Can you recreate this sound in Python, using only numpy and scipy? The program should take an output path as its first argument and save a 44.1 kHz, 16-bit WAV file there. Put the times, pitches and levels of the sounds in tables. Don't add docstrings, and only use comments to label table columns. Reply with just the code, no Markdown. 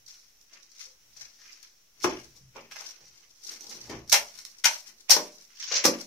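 import sys
import numpy as np
from scipy import signal
from scipy.fft import rfft, irfft
from scipy.io import wavfile
from scipy.ndimage import uniform_filter1d

SR = 44100
rng = np.random.default_rng(int(sys.argv[2]) if len(sys.argv) > 2 else 0)


def generate_wav(sig):
    pcm = np.round(np.clip(np.atleast_2d(sig).T, -1, 1) * 32767).astype(np.int16)
    wavfile.write(sys.argv[1], SR, pcm)


def gain_from_decibels(decibels):
    exponent = np.asarray(decibels, float) / 20
    return 10 ** exponent


N = 267334
OPPOSITE = np.array([[1], [-1]])
ALIKE_HZ = 1460


def unit(x):
    return x / np.sqrt(np.mean(x ** 2))


def energy_one(response):
    return response / np.sqrt(np.sum(response ** 2))


def fold(x, response):
    return signal.fftconvolve(x, response, axes=-1)[..., :N]


def highpass(x, order, cutoff_hz):
    return signal.sosfilt(signal.butter(order, cutoff_hz, "high", fs=SR, output="sos"), x)


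def colour(points, size=2048):
    hz, db = np.transpose(points)
    grid_hz = np.maximum(np.arange(size + 1) * SR / (2 * size), 1)
    cepstrum = irfft(np.interp(np.log(grid_hz), np.log(hz), db) * np.log(10) / 20)
    cepstrum[1:size] *= 2
    cepstrum[size + 1:] = 0
    return irfft(np.exp(rfft(cepstrum)))[:size]


def ring(modes):
    t = np.arange(SR // 2) / SR
    return energy_one(sum(gain_from_decibels(db) * np.sin(2 * np.pi * hz * t) * 1000. ** (-t / t60_s) for hz, db, t60_s in modes))


def body(outline, modes, ring_db):
    return energy_one(np.convolve(colour(outline), np.r_[1, gain_from_decibels(ring_db) * ring(modes)]))


def walk(rate_hz):
    hold = int(SR / rate_hz)
    levels = rng.standard_normal(N // hold + 1)
    return uniform_filter1d(np.repeat(levels, hold), hold)[:N]


def swell(peak_s, peak_db, rise_s, fall_s):
    t = np.arange(N) / SR - peak_s
    return gain_from_decibels(peak_db - 20 * np.maximum(-t / max(rise_s, .003), t / max(fall_s, .003)))


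def sand(spread_db, patchy_db):
    loudness = np.minimum(rng.exponential(size=N), 6)
    clicks = rng.standard_normal(N) * gain_from_decibels(spread_db * loudness)
    return unit(clicks * gain_from_decibels(patchy_db * (walk(45) + walk(160))))


# (frequency [Hz], density [dB per Hz])
AIR = [(18, -27.5), (30, 0), (49, -20.5), (92, -21), (192, -20.5), (996, -25.5), (2830, -22), (3490, -23),
       (4910, -22), (5590, -12), (8280, -29.5), (8950, -27.5), (15500, -24.5)]


def air():
    mid, side = fold(rng.standard_normal((2, N)), colour(AIR)[None])
    side = highpass(side, 1, 300)
    return unit(mid + 0.95 * side * OPPOSITE) * gain_from_decibels(-62.5 + 1.4 * walk(6))


# (peak time [s], level [dB], 20 dB rise [s], 20 dB fall [s])
STEPS = [(.001, -61, .05, 0.1), (1.21, -59.5, 0.3, 0.1), (2.06, -41, 0.04, 0.4), (2.41, -47.5, -0.25, .24),
         (3.02, -62.5, -3.3, 0.5), (3.66, -59, 0, -3.5), (3.95, -38, 0.17, 0.27), (4.15, -59.5, -0.4, -0.6),
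         (5.1, -65.5, -0.1, 0.1), (5.722, -49, -0.06, .06), (5.86, -25.5, -0.13, 0), (5.92, -62, 0.2, 7)]
# (frequency [Hz], width [Hz], level [dB])
SLAB = [(69, 3.5, -6.5), (124.6, 8.13, 2.5)]


def footfalls():
    tones = ring([(hz, db, 1.5 / width_hz) for hz, width_hz, db in SLAB])
    mid, side = fold(rng.standard_normal((2, N)), tones[None])
    rest_db = -94
    weight = gain_from_decibels(rest_db) + sum(swell(*step) for step in STEPS)
    return unit(mid + 0.135 * side * OPPOSITE) * weight * gain_from_decibels(-6)


# (time [s], crack peak [dB], blade re crack [dB], knock re crack [dB])
CHOPS = [(0.061, -42, -34, -30), (0.14, -46, -17, -42), (0.7916, -43, -28, -41), (1.164, -49, -16, -16),
         (1.2077, -44, -4, -14), (2.711, -43.5, 6, -18), (2.7598, -43.5, 9.5, -1),
         (2.805, -40.5, -15, -4.5), (4.095, -20.5, -18.5, -43), (4.122, -17, 4, -10),
         (4.125, 2, -17.5, -23.5), (4.1384, -20.5, 10.5, -4), (4.1595, -17, -1.5, -16),
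         (4.638, -22.5, -3, -19), (4.6418, -8, -2.5, -26), (4.6525, -6, -3, -17.5),
         (5.0943, -8.5, -11, -12), (5.103, -0.5, -16.5, -40.5), (5.1123, -3, -9, -17),
         (5.596, -36.5, -10, -28), (5.7128, -37, 7, 5.5)]
# (time [s], crack peak [dB], blade re crack [dB])
TICKS = [(0.412, -41.5, -31), (0.63, -43, -15), (0.716, -44, -17), (1.5296, -41, -16), (1.6284, -34.5, -15),
         (3.4386, -46, -21), (3.608, -30, -30), (3.517, -28.5, -20.5), (4.076, -36.5, -30),
         (4.3883, -27.5, -33), (4.4504, -21, -14), (5.5523, -44, -5), (5.5735, -44, -4), (5.6426, -41, 5),
         (5.78, -35, -24)]
# (time [s], crack peak [dB], blade, knock, thud re crack [dB])
THUDS = [
    (0.849, -51, -9, -23, -19),
    (2.0416, -19.5, 1, 7, 8.5),
    (2.558, -52.5, 4, 16.5, -14),
    (3.894, -41, -1, -3.5, 12.5),
    (5.1631, -18.5, -5, -1.8, -5),
    (5.8386, -11, -7, -21, -17),
    (5.8495, -6.5, -8, -7, -4),
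]


def blows(grains, bodies):
    out, t = np.zeros(N + SR), np.arange(SR // 8) / SR
    # time, crack, blade, knock, thud, crunch length [s]
    hits = [(*chop, -42.5, .0077) for chop in CHOPS]
    hits += [(*thud, .0092) for thud in THUDS]
    hits += [(*tick, -32, -43.5, .0019) for tick in TICKS]
    for s, crack_db, blade_db, knock_db, thud_db, length_s in hits:
        shape = (1 - np.exp(-t / (0.18 * length_s))) * np.exp(-t / length_s)
        gains = gain_from_decibels(crack_db + np.array([-14, -21.5, blade_db - 4, knock_db, thud_db - 1.5]))
        start = min(int(s * SR), N - len(t))
        for gain, grain, response in zip(gains, grains, bodies):
            burst = signal.fftconvolve(shape * grain[start:start + len(t)], response)
            out[start:start + len(burst)] += gain * np.sqrt(np.sum(shape ** 2)) * energy_one(burst)
    return out[:N]


# (peak time [s], grit [dB], 20 dB rise [s], 20 dB fall [s], heap rumble re grit [dB])
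SHUFFLES = [
    (.08, -47.5, 0, 0.245, -30),
    (.3, -65.5, -0.5, -0.1, -20),
    (.81, -45, 0.08, 0.12, -28.5),
    (.86, -57.5, 0.2, -0.2, -25),
    (1.64, -58, 0.2, 0.18, -21),
    (2.04, -33, 0.0444, -0.2132, -15),
    (2.376, -54, .04, -0.33, -4),
    (3.006, -50.5, -0.1, 0.03, -2.5),
    (4.09, -55, 0.08, -1.3, -1),
    (4.12, -14, -0.1775, -0.05, -32),
]
DRAGS = [
    (.53, -47.5, 0.043, 0.16, -14.5),
    (1.17, -55, 0.019, 0.16, -17.5),
    (1.225, -50.5, .06, 0.076, -24),
    (1.41, -60, 0.074, 0.51, -23),
    (1.52, -55, 0.6, 0.11, -22.5),
]
SCOOPS = [
    (2.1, -42, 0.036, 0.088, 6),
    (2.56, -53, 0.018, 0.13, 5.5),
    (3.92, -47, 0.054, 0.087, 13),
    (5.09, -44.5, 0.0083, 0.031, -15.5),
]
GRINDS = [
    (2.72, -37.5, 0.013, 0.015, -25),
    (2.765, -44, 0.022, 0.11, -34),
    (2.82, -49, 0.069, 0.47, -17),
    (2.884, -54, 0.15, 0.033, -24),
]
SIFTS = [
    (3.232, -58.5, .3, 0.21, -14),
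    (3.44, -49, 0.015, 0.33, -13),
    (3.512, -38.5, 0.085, 0.092, -18.5),
    (3.61, -55, .012, .2, -5),
    (3.726, -44.5, .12, 0.11, -4),
    (3.83, -51, 0.22, 0.14, -8),
]
SLUMPS = [(2.15, -52, .05, 0.34, -18), (4.216, -49, .021, 0.29, -22), (4.38, -47.5, 0.3, 0.083, -20.5),
          (4.6, -55, 0.31, 0.016, -15.5), (4.72, -34.5, 0.013, 0.13, -48), (4.892, -51, 0.073, 0.05, -7),
          (4.99, -61.5, 0.049, 0.14, -5.5), (5.2, -41, .03, 0.15, -8), (5.41, -57.5, 0.15, 0.11, -12),
          (5.52, -61, 0.23, 0.065, -16.5), (5.92, -42.5, 0.016, 0.14, 1), (6.02, -42.5, 0.077, 0.025, -20)]
SCRAPES = [
    (5.616, -38.5, 0.065, 0.34, -29),
    (5.74, -22, 0.05, 0.077, -30),
    (5.78, -28, 0.044, 0.028, -32.5),
]


def strokes():
    # (strokes, fine sand, blade rasp, blade knock re grit [dB])
    kinds = [(SHUFFLES, -16.5, -10.5, -22.5), (DRAGS, -19, -6, -23), (SCOOPS, -16.5, 5, -5.5),
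             (GRINDS, -16, -6, -12), (SIFTS, -14, -11, -37.5), (SLUMPS, -12, -8.5, -20.5),
             (SCRAPES, -31.5, -5.5, -26)]
    gains = np.zeros((5, N))
    for rows, fine_db, rasp_db, knock_db in kinds:
        for *stroke, heap_db in rows:
            heap = gain_from_decibels(heap_db)
            mix = np.array([1, gain_from_decibels(fine_db), gain_from_decibels(rasp_db), gain_from_decibels(knock_db) + heap, heap])
            gains += mix[:, None] * swell(*stroke)
    return gains * gain_from_decibels([-12, -7, -2.5, -10.5, -7.5])[:, None]


# (time [s], peak [dB], frequency [Hz], rub length [s])
CLINKS = [(0.522, -61, 660, .03), (0.854, -60, 500, 0.027), (1.2, -62.5, 600, 0.033),
          (1.39, -57, 1770, .015), (1.479, -47, 2400, 0.036), (2.042, -17.5, 810, .012),
          (2.559, -50.5, 357, 0.022), (2.569, -46.5, 1340, 0.035), (2.562, -47, 2300, .04),
          (2.754, -42, 1040, 0.01), (2.758, -44, 1770, .01), (2.803, -42, 1080, .04),
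          (2.815, -46, 1550, .04), (2.839, -57, 760, .03), (3.897, -44, 1900, 0.02), (3.902, -48, 772, .04),
          (4.126, -22, 840, 0.018), (4.141, -26.5, 2330, 0.012), (4.65, -29, 905, 0.019),
          (5.111, -28, 614, 0.021), (5.572, -44.5, 3100, 0.011), (5.615, -48.5, 1900, 0.013),
          (5.634, -30, 3100, .012), (5.71, -34, 620, .05), (5.168, -30, 620, .03), (5.848, -22, 566, 0.018)]


def clinks(grain):
    out, t = np.zeros(N + SR), np.arange(SR // 6) / SR
    decay_cycles = 18
    for s, db, hz, length_s in CLINKS:
        start = int(s * SR)
        rub = grain[start:start + len(t)] * np.exp(-t / max(length_s, .003))
        panel = np.sin(2 * np.pi * hz * t) * 1000. ** (-t * hz / decay_cycles)
        tone = highpass(np.convolve(rub, panel[:SR // 20]), 3, .6 * hz)
        out[start:start + len(tone)] += gain_from_decibels(db) * tone / np.abs(tone).max()
    return out[:N]


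# (frequency [Hz], level [dB])
GRIT = [(1800, -91), (3200, 2.5), (4000, 2), (5500, -2.5), (7000, -2), (8500, -29), (12000, -50.5)]
FINE = [(5000, -53.5), (7000, 5), (8000, 8.5), (10000, 7.5), (12500, 1), (14800, -17)]
RASP = [(500, -59), (1000, -4), (1400, -0.5), (2300, 5), (3300, -1), (4500, -17), (9000, -82.5)]
KNOCK = [(200, -63.5), (420, -12.5), (600, 1), (900, 1), (1300, -6), (2500, -24), (6000, -88.5)]
HEAP = [(30, -44.5), (100, -16), (200, 1.5), (330, 8), (500, -0.5), (900, -36.5), (2000, -69.5)]
# (frequency [Hz], level [dB], T60 [s])
BLADE = [(885, 0, .15), (1660, -3, .1), (2290, -4, .1)]
ROOM_MODES = [(182, 0, 0.45), (233.7, 0, 0.51), (370, 1, 0.23), (433, -8, 0.51), (475, -6.5, .25),
              (119.2, 16.5, 0.092)]


def shovel():
    bodies = (energy_one(colour(GRIT)), energy_one(colour(FINE)), body(RASP, BLADE, -30),
              body(KNOCK, BLADE, -37.5), body(HEAP, ROOM_MODES, -21.5))
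    crunch, chatter, lumps = sand(3.2, 2.8), sand(3.2, 3.2), sand(1.5, 1.4)
    grains = crunch, crunch, chatter, lumps, lumps
    stroked = sum(fold(gain * grain, response) for gain, grain, response in zip(strokes(), grains, bodies))
    return blows(grains, bodies) + stroked + clinks(chatter)


def ports(near):
    wander_s, treble_db, lean = 0.0092, 1.5, 0.24
    treble = highpass(near, 1, ALIKE_HZ) * gain_from_decibels(treble_db)
    side = treble * (lean + unit(walk(1 / wander_s)))
    return (near + side * OPPOSITE) * gain_from_decibels([[.7], [-.7]])


# (frequency [Hz], T60 [s])
ROOM_T60 = [(100, 0.2), (260, 0.34), (700, 0.28), (1840, 0.19), (4850, 0.18), (12800, 0.19)]


def room():
    t, tail, build_s = np.arange(int(.7 * SR)) / SR, 0, 0.0026
    hz, t60_s = np.transpose(ROOM_T60)
    for centre_hz in 2 ** np.arange(6, 14.3, .5):
        edges_hz = [centre_hz * 2 ** -.25, centre_hz * 2 ** .25]
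        band = signal.butter(2, edges_hz, "band", fs=SR, output="sos")
        mid, side = signal.sosfilt(band, rng.standard_normal((2, len(t))))
        fade = 1000. ** (-t / np.interp(np.log(centre_hz), np.log(hz), t60_s))
        wide = np.clip(centre_hz / ALIKE_HZ, .15, 1)
        echo = energy_one(mid * fade) + wide * energy_one(side * fade) * OPPOSITE
        tail = tail + echo / np.sqrt(35 * (1 + wide ** 2)) * np.sqrt(centre_hz / 1000)
    return tail * (1 - np.exp(-(t / build_s) ** 2))


def scene():
    near = shovel()[None]
    wet_db = -1.5
    return ports(near) + gain_from_decibels(wet_db) * fold(near, room()) + footfalls()


# (frequency [Hz], level [dB])
PORT = [(3500, 0), (4700, 10), (5800, 19), (6800, 7), (8000, 6), (12000, 8.5), (14800, 29.5), (15600, 15.5),
        (16100, -30.5), (16900, -59)]


def microphone(dry):
    lifted = fold(dry, colour(PORT)[None]) * gain_from_decibels(-4.5)
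    return .75 * np.tanh((lifted + air()) / .75)


# (frequency [Hz], readiness to fall silent [spreads of chance])
SILENT_BANDS = [(1200, -3.5), (2600, -1.3), (3600, -.8), (5200, -2.2), (6500, -1.7), (8000, -.6), (12000, -.5),
                (16000, -.4)]


def silence_bands(x, size=1024, count=7):
    mask_db, mask_slope_db, jump_db = 24, 16, 7
    lead = size - 53
    hz, _, z = signal.stft(np.pad(x, ((0, 0), (lead, 0))), SR, "cosine", 2 * size)
    band, band_hz = np.arange(len(hz)) // count, hz[::count]
    power = uniform_filter1d(np.mean(np.abs(z) ** 2, axis=0), count, axis=0)
    db = 10 * np.log10(power + 1e-14)[::count]
    chance = unit(uniform_filter1d(rng.standard_normal(db.shape), 3, axis=1))
    ready = np.interp(band_hz, *np.transpose(SILENT_BANDS))[:, None]
    ready = ready + (db.max(axis=0) - db - mask_db) / mask_slope_db
    jump = np.diff(db.mean(axis=0), prepend=0) > jump_db
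    keep = (chance > ready) | jump | np.roll(jump, 1) | (band_hz[:, None] < SILENT_BANDS[0][0])
    return signal.istft(z * keep[band], SR, "cosine", 2 * size)[1][:, lead:lead + N]


def top_cut(x):
    return signal.sosfilt(signal.butter(12, 16990, fs=SR, output="sos"), x)


def record(dry):
    top = colour([(15700, 0), (16200, -25), (16900, -70)])
    offset = -.0004
    mix = fold(silence_bands(microphone(dry)), top[None]) + offset
    return top_cut(mix)


dry = scene()
out = record(dry)
generate_wav(out)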